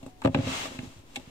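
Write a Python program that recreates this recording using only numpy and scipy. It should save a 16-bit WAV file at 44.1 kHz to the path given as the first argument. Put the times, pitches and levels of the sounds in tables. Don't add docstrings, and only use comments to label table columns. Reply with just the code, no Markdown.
import sys
import numpy as np
from scipy import signal
from scipy.fft import rfft, irfft, next_fast_len
from scipy.io import wavfile

SR = 44100
rng = np.random.default_rng(int(sys.argv[2]) if len(sys.argv) > 2 else 0)


def amplitude_ratio(level_db):
    exponent = np.asarray(level_db, float) / 20
    return 10 ** exponent


def generate_wav(signal):
    frames = np.transpose(np.atleast_2d(signal))
    scaled = np.clip(frames, -1, 1) * 32767
    pcm = np.round(scaled).astype(np.int16)
    wavfile.write(sys.argv[1], SR, pcm)


N = 57330

# [f/Hz, level/dB, t60/s]
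BLOCK_MODES = [(1130, -10.5, 0.0059), (1649, -3.5, 0.011), (1850, -4.5, 0.012), (2153, 1, 0.011),
               (2702, 5.5, 0.013), (3345, 1, 0.0093), (3855, 5, 0.0057), (4900, -5.5, 0.0032),
               (5360, -6.5, 0.0053), (6550, -7, 0.005), (7160, -2.5, 0.0037), (8080, -2, 0.004),
               (9720, -12.5, 0.0063), (12200, -11.5, 0.0027)]
# [f/Hz, left minus right/dB]
PORT_BALANCE = [(100, -0.5), (300, -3), (650, 4.5), (1400, 3), (3500, 0), (7500, 6), (10500, 2.5),
                (14000, -8.5)]
TICK_FLOOR_CUT_HZ = 446


def in_time(rows):
    s, value = np.transpose(rows)
    return np.interp(np.arange(N) / SR, s, value)


def at_hz(points, hz):
    points = np.array(points)
    return np.interp(np.log(hz + 1), np.log(points[:, 0]), points[:, 1])


def rms_one(x):
    return x / np.sqrt(np.mean(x ** 2) + 1e-20)


def drift(rate):
    knots = rng.standard_normal(400)
    return np.interp(np.arange(N) / SR * rate, np.arange(400), knots)


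def low_pass(x, hz, order):
    return signal.sosfilt(signal.butter(order, hz, fs=SR, output="sos"), x)


def high_pass(x, hz):
    return signal.sosfilt(signal.butter(2, hz, "high", fs=SR, output="sos"), x)


def pan(db):
    return amplitude_ratio(np.array([[db / 2], [-db / 2]]))


def ring(force, hz, t60):
    r = amplitude_ratio(-60 / (t60 * SR))
    w = 2 * np.pi * hz / SR
    return signal.lfilter([0, np.sin(w)], [1, -2 * r * np.cos(w), r * r], force + 1e-18)


def boards(force):
    # [f/Hz, level/dB, t60/s, left minus right/dB]
    floor_modes = [(107.3, -6.5, 0.1, 0.5), (159, -14.5, 0.17, 4), (190, -43, 0.051, -6),
                   (269.2, -3.5, 0.094, -0.5), (357.7, -11.5, 0.058, -5.5), (485, -33, 0.19, -20),
                   (550, -9, 0.055, 9), (645, -12.5, 0.082, 9), (805, -10, 0.043, 10),
                   (1143, -28, 0.022, 11)]
    upper_from_hz, upper_lag_ms = 450, 0.35
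    force = high_pass(force, 122)
    n = np.arange(len(force))
    late = np.interp(n - upper_lag_ms * SR / 1000, n, force, left=0)
    out = 0
    for hz, db, t60, side_db in floor_modes:
        pair = np.array([force, late if hz > upper_from_hz else force])
        out = out + amplitude_ratio(db) * pan(side_db) * ring(pair, hz, t60)
    return out


def knocks(contacts, push_db):
    t = np.arange(N) / SR
    push = np.zeros(N)
    for s, db, ms in contacts:
        push -= amplitude_ratio(db) * np.exp(-8 * ((t - s) * 1000 / ms) ** 2)
    direct = amplitude_ratio(push_db) * pan(-4.0) * high_pass(push, 52)
    return direct + amplitude_ratio(-39.5) * boards(push)


def cable_knocks():
    # [t/s, peak level/dB, contact/ms]
    drops = [(0.0316, -35, 2.8), (0.0472, -62, 1.5), (0.0647, -29.5, 0.84), (0.0827, -36, 0.96),
             (.2482, -14, 0.6), (0.2518, -8, 1.6), (.255, -19, 0.89), (.259, -31.5, 0.79),
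             (0.2620, -12.5, 2.1), (0.2695, -22.5, 6.2), (.2766, -12.5, 1.1), (0.286, -25, 6.5),
             (0.2965, -23.5, 2.1), (0.3093, -64, 0.85), (0.3495, -12.5, 2.4), (.357, -21.5, 1.65),
             (.3638, -14.5, 1.47), (.3675, -25, 1.8), (0.372, -30, 5.5), (.3775, -21, 4), (.381, -20.5, 1),
             (0.3891, -15.5, 3.1), (0.3968, -18, 7), (.405, -23, 10), (.439, -25, 3.7), (0.447, -30, 5.6),
             (0.466, -25.5, 5.2), (.475, -25.5, 1.7), (.49, -25, 3.7), (.53, -45, 2.3), (.506, -31, 2.8),
             (.521, -28.5, 2.7), (0.792, -24, 3.05), (.80, -31.5, 2.5), (0.832, -30, 2.4), (.874, -30, 7.3),
             (.964, -38.5, 5.8), (1.2764, -35, 3.1)]
    # [t/s, peak level/dB, contact/ms]
    settles = [(0.429, -35, 3.4), (0.458, -41, 4.9), (0.498, -38, 1.1), (.712, -31, 1.2), (.72, -32, 0.99),
               (0.749, -28.5, 1.15), (.808, -35, 2.3), (0.8358, -27, 2.9), (.842, -65, 4.9),
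               (0.848, -58, 4.4), (0.858, -37, 2.5), (.982, -38.5, 9.6), (0.994, -36, 9.1),
               (1.1705, -37.5, 3.2), (1.1745, -27, 1.04), (1.178, -33.5, 2.7), (1.282, -53, 6.4),
               (1.299, -55, 2.2)]
    return knocks(drops, -1.5) + knocks(settles, -5.5)


def hollows():
    # [t/s, peak level/dB, f/Hz, t60/s, left minus right/dB]
    hollow_tones = [(.2185, -34.5, 904, 0.047, 4), (.249, -25, 554.4, 0.12, 12),
                    (.275, -26, 552, 0.052, 18), (.3465, -26, 574.5, 0.095, 14),
                    (.363, -31, 550, 0.043, 12), (.389, -28, 527, 0.054, 14), (.47, -32, 537, 0.089, 8),
                    (0.653, -41, 543, 0.067, 0), (0.656, -35, 1170, .05, 5),
                    (0.3462, -31.5, 2690, 0.027, 7), (.346, -35, 1770, 0.014, 1),
                    (1.1587, -33, 2714, 0.038, 1), (1.1594, -42, 1850, .03, 1),
                    (1.160, -45, 3370, 0.038, 1), (1.1635, -33.5, 805, 0.055, 9),
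                    (1.174, -44, 255, 0.074, -9)]
    t, out = np.arange(N) / SR, 0
    for s, db, hz, t60, side_db in hollow_tones:
        age = (t - s).clip(0)
        envelope = amplitude_ratio(db - 60 * age / t60) * (1 - np.exp(-age * hz))
        out = out + pan(side_db) * envelope * np.sin(2 * np.pi * hz * age)
    return out


def block(force, tilt_db, spread_db):
    out = 0
    for k, (hz, level_db, t60) in enumerate(BLOCK_MODES):
        gain = amplitude_ratio(level_db + tilt_db * np.log2(hz / 2500) + spread_db[k])
        out = out + (-1) ** k * gain * pan(at_hz(PORT_BALANCE, hz)) * ring(force, hz, t60)
    return out


def ticks():
    # [t/s, peak level/dB, t60 of the rattle/s, tilt/dB per octave, floor share/dB]
    tick_events = [(0.028, -57, 0.07, 3.5, 11), (0.062, -58.5, 0.04, 11, 15.5),
                   (0.219, -55.5, 0.023, 6.5, -9), (0.219, -53.5, 0.07, -27, -17),
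                   (0.237, -49.5, 0.16, 4, 6), (0.2481, -39, 0.026, -2, 18.5), (0.256, -37, 0.03, -6, 19),
                   (0.272, -40.5, 0.013, 0, -2), (0.343, -48, 0.11, -6, -4), (.346, -26.5, 0.03, -8.5, 7.5),
                   (0.372, -43, 0.028, -15, 1), (0.386, -41, 0.032, -9, -11), (.654, -43, 0.07, -14, 5.5),
                   (0.7875, -38.5, 0.032, -8, -19), (1.147, -60, 0.18, 8.5, -21),
                   (1.158, -33.5, 0.043, 1.5, -9), (1.162, -47.5, 0.038, -0.5, -8),
                   (1.196, -54.5, 0.036, 4.5, 12)]
    rattle_per_s, contact_cut_hz, rise_ms = 7000, 11000, 0.28
    t, out = np.arange(N) / SR, np.zeros((2, N))
    grit = rng.standard_normal((2, N)) * (rng.random((2, N)) < rattle_per_s / SR)
    grit = low_pass(grit, contact_cut_hz, 2)
    for s, db, t60, tilt_db, floor_db in tick_events:
        i = int(s * SR)
        age = t[:min(SR // 6, N - i)]
        span = slice(i, i + len(age))
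        force = grit[:, span] * amplitude_ratio(db - 60 * age / t60) * (1 - np.exp(-age * 1000 / rise_ms))
        hard = block(force, tilt_db, np.zeros(len(BLOCK_MODES)))
        floor = boards(high_pass(force[0], TICK_FLOOR_CUT_HZ))
        out[:, span] += amplitude_ratio(-9.5) * hard + amplitude_ratio(floor_db - 7) * floor
    return out


def strikes():
    # [t/s, peak level/dB, tilt/dB per octave, floor share/dB]
    strike_events = [(0.2183, -45.5, 9, 8), (.2195, -49, -2, 8), (0.2499, -29.5, -3, 18),
                     (0.2516, -33, -10, -6), (0.26, -34, -12, -8), (.274, -30.5, -12, 2),
                     (0.279, -40.5, -10, 21), (.3460, -24, -3.5, 2), (.3472, -31, -21.5, -14),
                     (0.351, -39, -10, -10), (0.3863, -44, -9, 12), (0.79, -40.5, -2, 6.5),
                     (1.1591, -41, 1, -25), (1.16, -42, -2, -25), (1.1637, -42, 8.5, -18),
                     (1.166, -46, -3, -15)]
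    lag_ms, spread_db = 0.15, 3
    lag = np.array([[0], [lag_ms * SR / 1000]])
    out = np.zeros((2, N))
    chance = rng.standard_normal((60, len(BLOCK_MODES)))
    for (s, db, tilt_db, floor_db), spread in zip(strike_events, chance):
        i = int(s * SR) - 20
        age = np.arange(min(SR // 6, N - i)) - (s * SR - i)
        force = amplitude_ratio(db) * np.exp(-.5 * (age - lag) ** 2)
        hard = block(force, tilt_db, spread_db * spread)
        floor = boards(high_pass(force[0], TICK_FLOOR_CUT_HZ))
        out[:, i:i + len(age)] += amplitude_ratio(-10.5) * hard + amplitude_ratio(floor_db - 10.5) * floor
    return out


def air_noise(spectrum):
    # [f/Hz, correlation/1]
    likeness = [(60, 0.43), (240, 1), (950, -0.089), (3770, -0.028), (15000, -0.064)]
    hz = np.fft.rfftfreq(N, 1 / SR)
    mid, side = rfft(rng.standard_normal((2, N)))
    alike = np.clip(at_hz(likeness, hz), -1, 1)
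    pair = np.sqrt(1 + alike) * mid + np.sqrt(1 - alike) * side * [[1], [-1]]
    colour = amplitude_ratio(at_hz(spectrum, hz) + at_hz(PORT_BALANCE, hz) * [[.5], [-.5]])
    return rms_one(irfft(pair * colour, N))


def slide():
    # [t/s, level/dB]
    rub_level = [(0, -69.5), (.1, -68), (.15, -93), (.23, -66), (.3, -67.5), (.36, -52), (.43, -46.5),
                 (.48, -39), (.56, -38.5), (.66, -41.5), (.7, -50), (.76, -53), (.79, -57), (.86, -58),
                 (.98, -64), (1.04, -74.5), (1.14, -62), (1.3, -61.5)]
    # [t/s, tilt/dB per octave]
    rub_tilt = [(0, 5.5), (.2, 9), (.4, -3), (.5, 0.1), (.62, 1.5), (.75, 2.2), (.9, 4), (1.1, 5), (1.3, 1)]
    # [f/Hz, level/dB per Hz]
    hiss_colour = [(300, -6.5), (520, -5), (1100, -2), (1700, -7), (3000, -4), (4900, -12), (7300, -12.5),
                   (10000, -24.5), (15500, -33.5)]
    trim_db, ring_db, wobble_db = 4.5, -8, 1
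    rung = sum(amplitude_ratio(db) * ring(rng.standard_normal((2, N)), hz, 3.3 * t60) for hz, db, t60 in BLOCK_MODES[:7])
    hiss = air_noise(hiss_colour) + amplitude_ratio(ring_db) * rms_one(rung)
    for edge_hz in (4500, 9500):
        low = signal.sosfiltfilt(signal.butter(2, edge_hz, fs=SR, output="sos"), hiss)
        hiss = low + (hiss - low) * amplitude_ratio(0.89 * in_time(rub_tilt))
    return hiss * amplitude_ratio(in_time(rub_level) + trim_db + wobble_db * drift(24.9))


def squeal():
    # [start/s, end/s, f/Hz, level/dB]
    squeals = [
        (.01, .24, 735, -64),
        (.54, .62, 2099, -50),
        (.5, .64, 2940, -56),
    ]
    t, out = np.arange(N) / SR, 0
    for start, end, hz, db in squeals:
        progress = np.clip((t - start) / (end - start), 0, 1)
        swell = np.sqrt(np.sin(np.pi * progress).clip(0))
        tone = np.sin(2 * np.pi * hz * t + 0.76 * drift(30.0))
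        out = out + amplitude_ratio(db) * pan(16.0) * swell * tone
    return out


def rumble():
    # [t/s, level/dB]
    load_level = [(0, -61), (.08, -47.5), (.14, -73), (.21, -60), (.24, -42), (.29, -35), (.335, -42.5),
                  (.4, -32), (.52, -44), (.57, -55.5), (.68, -45.5), (.785, -50), (.80, -46), (.86, -48),
                  (.92, -61.5), (1.0, -66.5), (1.05, -61), (1.15, -59.5), (1.19, -54), (1.3, -67)]
    soft = low_pass(rng.standard_normal(N), 660, 1)
    murmur = boards(soft * amplitude_ratio(2.8 * drift(60.74)))
    return rms_one(murmur) * amplitude_ratio(in_time(load_level) + 1)


def room(x):
    t60_s, wall_cut_hz = 0.072, 7000
    size = next_fast_len(N + SR)
    w = 2 * np.pi * np.fft.rfftfreq(size)
    dull = 1 / (1 + 1j * w * SR / (2 * np.pi * wall_cut_hz))
    lags = rng.uniform(0.0065, .025, (2, 6, 1)) * SR
    loop = amplitude_ratio(-60 * lags / SR / t60_s) * dull * np.exp(-1j * w * lags)
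    signs = [[1], [-1], [1], [-1], [1], [-1]]
    echoes = (loop / (1 - loop) * signs).sum(axis=1)
    return irfft(rfft(x, size) * echoes, size)[:, :N]


def room_tone():
    # [f/Hz, level/dB per Hz]
    tone_colour = [(20, -0.5), (119, -7), (185, -18), (298, -9.5), (631, -20.5), (950, -17.5),
                   (1400, -26.5), (2600, -25.5), (15500, -41)]
    return amplitude_ratio(-55.5) * air_noise(tone_colour)


def scene():
    hits = cable_knocks() + hollows() + ticks() + strikes()
    hits = high_pass(hits, 92)
    friction = slide() + squeal() + rumble()
    return hits + amplitude_ratio(-12) * room(hits) + friction + room_tone()


def roll_off(x):
    return signal.sosfilt(signal.butter(12, 15680, fs=SR, output="sos"), x)


def record(dry):
    below_cut = np.fft.rfftfreq(N, 1 / SR) < 15680
    mix = irfft(rfft(dry) * below_cut, N) - .001
    return roll_off(mix)


dry = scene()
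out = record(dry)
generate_wav(out)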